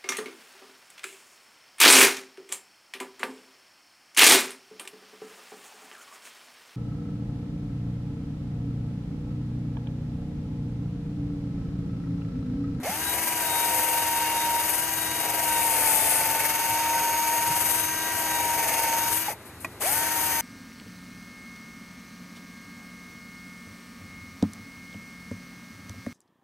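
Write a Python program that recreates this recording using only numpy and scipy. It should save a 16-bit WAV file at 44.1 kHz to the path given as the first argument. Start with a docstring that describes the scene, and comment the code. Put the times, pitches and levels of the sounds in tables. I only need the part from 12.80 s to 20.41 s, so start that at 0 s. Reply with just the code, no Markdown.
"""A cordless drill spins a wire brush against a metal pipe stub in a concrete corner, close to a phone.
The motor whines on multiples of its shaft speed, and gear lines and a noisy rush follow that speed.
Random wire blows ring the pipe's modes, scratch and hiss, swelling once a brush turn. The drill brakes,
the still brush rustles and taps the pipe as decaying modes, and the motor spins up again.
Filtered noise makes a low outdoor rumble."""
import sys
import numpy as np
from scipy import signal
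from scipy.fft import rfft, irfft, next_fast_len
from scipy.io import wavfile
from scipy.ndimage import uniform_filter1d

SR = 44100
rng = np.random.default_rng(int(sys.argv[2]) if len(sys.argv) > 2 else 0)


def transcribe(u):
    """Save the signal u as a 16-bit wav file named by the first command-line argument.

    u: samples, shape (n,) or (channels, n), limited to [-1, 1]; the rate is SR.
    q: integer samples, one column per channel.
    """
    v = np.clip(np.atleast_2d(u).T, -1, 1)
    q = np.round(v * 32767).astype(np.int16)
    wavfile.write(sys.argv[1], SR, q)


def elevation(decibels):
    """Turn decibel levels (scalar or array-like) into linear amplitude ratios."""
    levels = np.asarray(decibels, float)
    return 10 ** (levels / 20)


N = 335601
TIME_S = np.arange(N) / SR

# Trigger pulls: start_s, gears_catch_after_s, bite_within_s, brake_s, gear_rush_db (before load and speed)
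TRIGGER_PULLS = [(.02, 0.01, .003, 6.478, -47), (6.998, 0.0, 0.022, 9, -46)]
# Main whine under load, at three times the shaft: time_s, pitch_hz (at full speed), level_db (before housing)
MAIN_WHINE = [(.06, 968, -36.5), (0.25, 975, -45), (0.32, 970.8, -38.5), (0.47, 965.5, -39.5),
              (0.75, 936.3, -32.5), (1.25, 931.6, -31), (1.77, 933.2, -28.5), (1.85, 941.9, -36.5),
              (2.13, 956.4, -40.5), (2.34, 956, -39.5), (2.8, 931.3, -29), (3.18, 890.3, -34.5),
              (3.81, 920.3, -33), (4.1, 927.5, -28), (4.74, 935, -29.5), (4.79, 941.4, -35.5),
              (5.26, 953.2, -38.5), (5.72, 938.2, -29.5), (5.9, 917.5, -34), (6.07, 919.9, -28.5),
              (6.31, 933.2, -32), (6.45, 963.2, -48), (7.22, 935.3, -35), (7.6, 927, -33.5)]
MAIN_ORDER = 3
FREE_HZ, FULL_LOAD_HZ = 321.86, 15.2  # shaft speed without load; its drop under a firm press


def colour(x, points):
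    """Linear filtering: a gain curve, interpolated over log frequency, multiplies the spectrum."""
    hz, db = np.transpose(points)
    n = next_fast_len(N)
    log_f = np.log(np.arange(n // 2 + 1) * SR / n + 1)
    gain = elevation(np.interp(log_f, np.log(hz), db))
    return irfft(rfft(x, n) * gain, n)[..., :N]


def unit(x):
    """Normalisation of mean power: scales a signal to rms 1."""
    return x / np.sqrt(np.mean(x ** 2))


def curve(rows, off=None):
    """Linear interpolation: the columns of a table at every sample, optionally with a value outside it."""
    s, *columns = np.transpose(rows)
    return [np.interp(TIME_S, s, c, off, off) for c in columns]


def walk(rate):
    """Slow random modulation: levels held 1 / rate s and smoothed twice, of spread near 1."""
    k = int(SR / rate)
    held = np.repeat(rng.standard_normal(N // k + 1), k)
    return 1.3 * uniform_filter1d(uniform_filter1d(held, k), k)[:N]


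def random_blows(per_s, spread_db, size=(2, N)):
    """Shot noise: impulses at random moments, a few much harder, independent on the two channels by default."""
    blows = (rng.random(size) < per_s / SR) * rng.standard_normal(size)
    hardness = np.minimum(rng.exponential(size=size), 5)
    return unit(blows * elevation(spread_db * hardness))


def ring(at_s, db, hz, t60):
    """Free vibration of one damped mode: a sine that falls 60 dB in t60 seconds."""
    t = np.maximum(TIME_S - at_s, 0)
    return elevation(db - 60 * t / t60) * np.sin(2 * np.pi * hz * t)


def per_run(values):
    """Piecewise constant setting: one value for each run of the motor."""
    return np.where(TIME_S < TRIGGER_PULLS[1][0], *values)


def drive():
    """Rotor inertia: speed nears its loaded value exponentially and falls linearly under the brake."""
    spin_up_s = 0.049  # time constant of the rising speed
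    brake_hz_per_s, brake_s = 4300, 0.068  # the level is 20 dB down after brake_s
    loaded_hz = curve(MAIN_WHINE)[0] / MAIN_ORDER
    shaft_hz, run_db = np.zeros(N), np.full(N, -200.)
    for start, catch, bite, brake, _ in TRIGGER_PULLS:
        since = np.maximum(TIME_S - start, 0)
        braked = np.maximum(TIME_S - brake, 0)
        rising_hz = loaded_hz * (1 - np.exp(-since / spin_up_s))
        shaft_hz = shaft_hz + np.maximum(rising_hz - brake_hz_per_s * braked, 0)
        caught = np.clip((since - catch) / bite, 1e-9, 1)
        run_db = np.maximum(run_db, 20 * np.log10(caught) - 20 * (braked / brake_s) ** 3)
    slow = 1 - shaft_hz / loaded_hz  # share of the speed still missing
    load = np.maximum(FREE_HZ - loaded_hz, 0) / FULL_LOAD_HZ
    return shaft_hz, slow, load, run_db


def order_gains(shaft_hz, slow, load):
    """Order analysis: each multiple of the shaft has its own level, set by load, speed and resonance."""
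    # Housing resonances that shape the main whine as it sweeps through: centre_hz, width_hz, lift_db
    housing = [(150, 134, -21), (657, 140, 8)]
    # Multiples of the shaft heard beside the main whine
    orders = 1, 5, 6, 9, 12, 20, 21
    # For each of these: first_run_db, second_run_db, lost_at_full_load_db, waver_db
    order_levels = [(-45.5, -46, 2, 0.3), (-46.5, -44, 0.5, 2.2), (-48.5, -40.5, 1, 3),
                    (-45, -60, -0.5, 2.5), (-49.5, -64, 0, 5.5), (-58, -44, -4, 3.5), (-54, -50, 5, 2.5)]
    # For each of these, spells in which it stands out: start_s, end_s, level_db (before waver)
    spells_by_order = [
        [],
        [(2.1, 2.45, -54), (5.05, 5.6, -46)],
        [(2.104, 2.447, -50), (5.05, 5.5, -53)],
        [(.25, .7, -61)],
        [(.27, .37, -47), (.6, 1.7, -53), (2.1, 2.8, -52.5)],
        [(1.9, 2.2, -47), (4.8, 5.9, -44.5)],
        [(2.1, 2.45, -47), (3.75, 4.8, -42.5), (5.4, 6.35, -43.5)],
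    ]
    slow_loss_db = 35  # what the steady orders lack at standstill
    brake_yelp_db, yelp_s = 14, 0.01  # the main whine peaks yelp_s after the brake
    lift_db = sum(db / (1 + ((MAIN_ORDER * shaft_hz - hz) / w) ** 2) for hz, w, db in housing)
    first_brake_s = TRIGGER_PULLS[0][-2]
    yelp_db = brake_yelp_db * np.exp(-((TIME_S - first_brake_s) / yelp_s - 1) ** 2)
    main_db = curve(MAIN_WHINE)[1]
    gains = [(MAIN_ORDER, elevation(main_db + lift_db + yelp_db + walk(40)))]
    for order, (*run, lost_db, waver_db), spells in zip(orders, order_levels, spells_by_order):
        sings = sum(elevation(db) * np.interp(TIME_S, [a - .08, a + 0.095, b - .08, b + 0.054], [0, 1, 1, 0])
                    for a, b, db in spells)
        steady = elevation(per_run(run) - lost_db * load - slow_loss_db * slow)
        gains.append((order, (steady + sings) * elevation(waver_db * walk(12))))
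    return gains


def shaft_whine(shaft_hz, slow, load, run_db, turns, shaft_phase):
    """Harmonic synthesis: sines on the shaft orders, modulated in level once a brush turn."""
    # the housing shakes once a brush turn, at a drifting angle
    shake_db = 1.28 * np.cos(2 * np.pi * turns + 1.54 * walk(3))
    whine = 0
    for order, gain in order_gains(shaft_hz, slow, load):
        blur = order * walk(40) / 14  # random phase broadens the line
        whine = whine + np.sqrt(2) * gain * elevation(shake_db + run_db) * np.sin(order * shaft_phase + blur)
    return whine


def gear_lines(rush_db, shaft_phase):
    """Gear meshing: lines locked to the shaft, roughened by random level and phase, plus a brief singing gear."""
    # Rough gearbox lines: times_the_shaft, level_db (against the gear rush)
    mesh = [(1.38, -13), (2.0, -14), (2.11, -4.5), (2.47, -3.5), (4.0, -12), (4.94, -2.5), (6.22, -10),
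            (7.41, -1.5), (8.22, -6), (18.0, 0)]
    # A gear sings at 11 times the shaft while the motor picks up again: time_s, level_db
    pick_up = [(7.005, -58), (7.014, -35), (7.024, -38), (7.036, -44), (7.052, -35), (7.066, -44),
               (7.08, -60)]
    lines = 0
    for order, db in mesh:
        level = elevation(rush_db + db + 4.5 * walk(20))
        lines = lines + level * np.sin(order * shaft_phase + 0.52 * walk(20))
    return lines + np.sqrt(2) * elevation(curve(pick_up, off=-200)[0]) * np.sin(11 * shaft_phase)


def gear_rush(throb_db):
    """Filtered shot noise: gear teeth and cooling air make a dense rush, throbbing with the brush."""
    # Colour of the rush: pitch_hz, relative_db
    gear_colour = [(150, -5), (400, -4), (1200, 2.5), (1700, 4), (2250, 2), (3100, 2), (3400, -3),
                   (4100, -2), (4750, 1), (5500, -3.5), (6300, 5), (7000, -2.5), (9500, -5), (14000, -4)]
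    rush = unit(colour(random_blows(9000, 0.99), gear_colour))
    return rush * elevation(13 + 0.94 * throb_db + 0.37 * walk(14))


def motor(shaft_hz, slow, load, run_db, turns, throb_db):
    """Rotating machinery: one jittering shaft phase drives whine and gear lines; load and speed lift the rush."""
    shaft_phase = 2 * np.pi * np.cumsum(shaft_hz * (1 + 0.00205 * walk(60))) / SR
    load_db = 3.5 * np.minimum(load, 1)
    speed_db = 6 * np.log10(shaft_hz / FREE_HZ + .01)
    rush_db = per_run([run[-1] for run in TRIGGER_PULLS]) + load_db + run_db + speed_db
    tones = shaft_whine(shaft_hz, slow, load, run_db, turns, shaft_phase) + gear_lines(rush_db, shaft_phase)
    # the tones go on the first channel only
    return tones * np.array([[1], [0]]) + elevation(rush_db) * gear_rush(throb_db)


def same_wires(turns):
    """Cyclic excitation: the same wires come round each turn, so the blows on the pipe partly repeat."""
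    per_turn = SR // 21  # samples in a turn at about 21 turns a second
    blows = random_blows(2000, 1.9, size=(N // per_turn + 9, per_turn))
    blows = signal.lfilter([1], [1, -0.76], blows, axis=0).ravel()  # each turn keeps 0.76 of the last
    return blows[np.round((turns + 2) * per_turn).astype(int)]


def pipe_ring(turns):
    """Modal resonance: the wire blows excite the modes of the pipe and its wall, in alternating sign."""
    # Modes of pipe and wall: pitch_hz, width_hz, relative_db (per root width)
    pipe_modes = [(426, 23, -3), (513, 32, -0.5), (591.5, 34, -1), (669, 60, 1.5), (824, 137, 1),
                  (1150, 720, -15.5), (1805, 300, -8), (2203, 147, -3), (2572, 51, -5.5),
                  (4620, 150, -15.5), (5960, 240, -15.5)]
    blows = same_wires(turns)
    pipe = 0
    for k, (hz, width, db) in enumerate(pipe_modes):
        mode = unit(signal.lfilter(*signal.iirpeak(hz, hz / width, SR), blows))
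        pipe = pipe + (-1) ** k * elevation(db) * mode * np.sqrt(width)
    return unit(pipe)


def brush(run_db, turns, throb_db):
    """Frictional excitation: bristles ring, scratch and hiss, swell once a turn and flicker as the hand shakes."""
    # Brush on the pipe, before the offsets and swells below: time_s, pipe_ring_db, scratch_db, hiss_db
    strokes = [(0.034, -44, -53, -50), (0.07, -36, -42, -41), (.2, -55, -41, -37),
               (0.35, -38.5, -37.5, -35), (1.04, -36, -34.5, -31), (1.5, -35.5, -38, -35.5),
               (1.77, -40, -37.5, -34.5), (1.95, -37.5, -34, -31.5), (2.15, -46, -38.5, -34),
               (2.28, -40, -37, -36), (2.55, -37, -38.5, -34), (2.85, -35, -31, -31.5),
               (3.1, -33, -28, -27), (3.33, -32.5, -29.5, -31), (3.46, -34.5, -35.5, -31.5),
               (4.16, -36.5, -39, -35), (4.8, -40, -36.5, -32.5), (4.93, -40, -33, -30.5),
               (5.07, -48, -39.5, -35.5), (5.26, -42, -40, -36.5), (5.9, -34.5, -37, -34),
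               (6.24, -39.5, -40.5, -33.5), (6.35, -44, -32, -31.5), (6.465, -58, -45, -37),
               (6.49, -35, -41, -36), (7.0, -40.5, -34.5, -36), (7.117, -41, -33, -31),
               (7.22, -45, -37.5, -33.5), (7.61, -42, -36.5, -32)]
    # Colour of the scratch: pitch_hz, relative_db
    scratch_colour = [(1000, -50), (3000, -10.5), (4400, -16.5), (5500, -26), (7200, -7.5), (8300, -0.5),
                      (9500, 2), (10800, 0), (13000, -13), (15000, -15)]
    # Colour of the hiss: pitch_hz, relative_db
    hiss_colour = [(3000, -23.5), (7000, -13), (10500, -14), (12000, -2), (13100, 0.5), (15000, -3.5)]
    pipe_db, scratch_db, hiss_db = curve(strokes) + run_db
    shake = walk(12)
    scratch = unit(colour(random_blows(14000, 2.1), scratch_colour)) * elevation(scratch_db + 4.5)
    hiss = unit(colour(random_blows(16000, 0.81), hiss_colour)) * elevation(hiss_db + 7)
    pipe = pipe_ring(turns) * elevation(pipe_db + 1.58 * throb_db + 1.06 * shake)
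    return pipe + (scratch + hiss) * elevation(1.3 * throb_db + 0.62 * shake + 0.71 * walk(25.14))


def body_knocks():
    """Impulse response: dull knocks of the drill body and brake, each one damped mode."""
    # Knocks: time_s, peak_db, pitch_hz, t60_s
    thuds = [(0.0, -27, 259, 0.17), (.032, -29, 706, 0.035), (.091, -27.5, 193, 0.092),
             (4.701, -31, 150, 0.12), (6.483, -27, 838, 0.12), (6.53, -31, 900, .05)]
    return sum(ring(*row) for row in thuds)


def brush_tap():
    """Impact: the still brush taps the pipe and bounces, ringing damped modes under a decaying noise crack."""
    # Tap and bounces: time_s, peak_db (before the mode levels)
    bounces = [(6.8463, -32), (6.8471, -23.5), (6.8490, -38)]
    # Modes of a tap: pitch_hz, relative_db, t60_s
    tap_modes = [(270, -12, 0.09), (650, -9, 0.085), (915, -9, 0.058), (1170, -17, 0.056), (1440, -12, .03),
                 (1920, -1.5, 0.06), (2460, -3, 0.038)]
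    t = TIME_S - 6.846
    crack = (t > 0) * rng.standard_normal(N) * elevation(-23.5 - 60 * np.maximum(t, 0) / 0.054)
    crack = colour(crack, [(200, -14), (1000, 10), (3000, -6), (5000, -13), (14000, -6)])
    modes = sum((-1) ** k * ring(s, tap_db + db, hz, t60)
                for s, tap_db in bounces for k, (hz, db, t60) in enumerate(tap_modes))
    return modes + crack


def rustles():
    """Dry friction: the still brush drags over grit, as coloured shot noise that starts quickly and fades."""
    # Drags: start_s, end_s, level_db (at the onset)
    drags = [(6.65, 6.69, -46), (6.80, 6.842, -41), (6.915, 6.925, -51)]
    envelope = 0
    for start, end, db in drags:
        envelope = envelope + elevation(db) * np.interp(TIME_S, [start, start + .006, end, end + .02], [0, 1, .7, 0])
    grit = colour(random_blows(6500, 2.1), [(1500, -20), (6000, -9), (8500, 4), (12500, 5), (14000, 0)])
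    return envelope * unit(grit)


def rumble():
    """Filtered noise: distant low noise and faint air, with a narrow resonance for a wavering hum."""
    # Colour of the outdoor noise (pitch_hz, relative_db), and its overall level in dB
    outdoor_colour, outdoor_db = [(15, -36), (25, -13), (92, -2.5), (145, -8), (222, -10.5), (378, -9.5),
                                  (468, -15), (2020, -19.5), (3440, -29), (3930, -23), (5000, -32),
                                  (12700, -27), (14500, -32)], -43.5
    hum_hz, hum_width_hz, hum_db = 105.7, 5.3, -56
    hum = signal.lfilter(*signal.iirpeak(hum_hz, hum_hz / hum_width_hz, SR), rng.standard_normal(N))
    outdoors = unit(colour(rng.standard_normal((2, N)), outdoor_colour))
    return outdoors * elevation(outdoor_db + 1.5 * walk(5)) + unit(hum) * elevation(hum_db)


def scene():
    """Superposition on two channels: the noisy sounds are drawn independently for each, knocks and rings are
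    shared, and the tones sit on the first alone."""
    # The brush runs out of true; depth of its throb: time_s, depth_db (scaled for each sound)
    throb_depth = [(.25, .5), (.45, 1.6), (.7, 0.5), (1.3, 1.3), (1.55, .8), (1.95, 1.5), (2.3, 0.9),
                   (2.55, 2), (2.8, .5), (3.35, 0.3), (3.7, 2), (3.95, 0.7), (4.9, 1.6), (5.4, 0.1),
                   (5.85, 2), (6.4, 1), (7.2, .6)]
    gear_ratio = 14.75  # shaft turns in a brush turn
    shaft_hz, slow, load, run_db = drive()
    # the spot where the brush touches wanders a little
    turns = np.cumsum(shaft_hz) / SR / gear_ratio + .12 * walk(2)
    throb_db = curve(throb_depth)[0] * np.cos(2 * np.pi * turns)
    drill = motor(shaft_hz, slow, load, run_db, turns, throb_db) + brush(run_db, turns, throb_db)
    return drill + body_knocks() + brush_tap() + rustles() + rumble()


def top_cut(x):
    """Nothing passes above the cut-off."""
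    return signal.sosfilt(signal.butter(12, 14910, fs=SR, output="sos"), x)


def record(dry):
    """Interchannel coherence: each port has its own colour; in the treble the right one mixes in the
    independent second channel."""
    # The two microphone ports: pitch_hz, left_db, right_db, likeness (0-1), right_phase_rad
    port_response = [(2200, 0.0, -0.0, 1.0, 0.0), (2600, 0.4, -0.5, 0.6, -0.1),
                     (3000, 0.6, -0.7, 0.37, -0.8), (3400, 1.3, -1.8, 0.21, -1.1),
                     (3800, 1.6, -2.6, 0.58, -2.6), (4200, -0.9, 0.7, 0.54, -3.1),
                     (4700, -8.1, 2.7, 0.28, -4.4), (5100, -9.8, 2.8, 0.22, -5.1),
                     (5450, -12.3, 2.9, 0.03, -5.8), (5900, -4.1, 2.1, 0.28, -4.9),
                     (6500, 0.2, -0.3, 0.84, -6.1), (7000, 1.2, -1.6, 0.32, -5.6),
                     (7600, 0.6, -0.7, 0.43, -4.5), (8300, 1.9, -3.4, 0.25, -5.3),
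                     (9400, 1.5, -2.4, 0.37, -4.9), (10100, 2.7, -8.4, 0.14, -5.8),
                     (10800, 2.3, -5.1, 0.31, -5.2), (11400, 2.9, -11.9, 0.11, -5.4),
                     (12000, 2.7, -9.2, 0.29, -4.8), (12600, 2.9, -14.5, 0.07, -6.3),
                     (13200, 2.7, -8.5, 0.33, -9.8), (14000, 2.1, -4.4, 0.44, -9.8)]
    # Narrow dips of the ports: centre_hz, width_hz, left_db, right_db
    port_dips = [(5400, 130, -18, 0), (3400, 150, 0, -6), (10150, 110, 0, -8), (11450, 130, 0, -10),
                 (12650, 110, 0, -10)]
    top_hz, bass_cut_hz = 14140, 70
    hz, left_db, right_db, like, phase = np.transpose(port_response)
    n = next_fast_len(N)
    f = np.arange(n // 2 + 1) * SR / n
    like = np.interp(f, hz, like)
    main, twin = rfft(dry, n)
    dips_db = sum(np.outer(db, 1 / (1 + ((f - at) / w) ** 2)) for at, w, *db in port_dips)
    left = elevation(np.interp(f, hz, left_db)) * main
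    right = like * main + np.sqrt(1 - like ** 2) * twin  # power-preserving mix of the two channels
    right = right * elevation(np.interp(f, hz, right_db)) * np.exp(1j * np.interp(f, hz, phase))
    ports = irfft(np.array([left, right]) * elevation(dips_db), n)[:, :N]
    ports = signal.sosfilt(signal.ellip(10, .3, 70, top_hz, fs=SR, output="sos"), ports)
    ports = signal.sosfilt(signal.butter(2, bass_cut_hz, "high", fs=SR, output="sos"), ports)
    return top_cut(ports)


dry = scene()
out = record(dry)
transcribe(out)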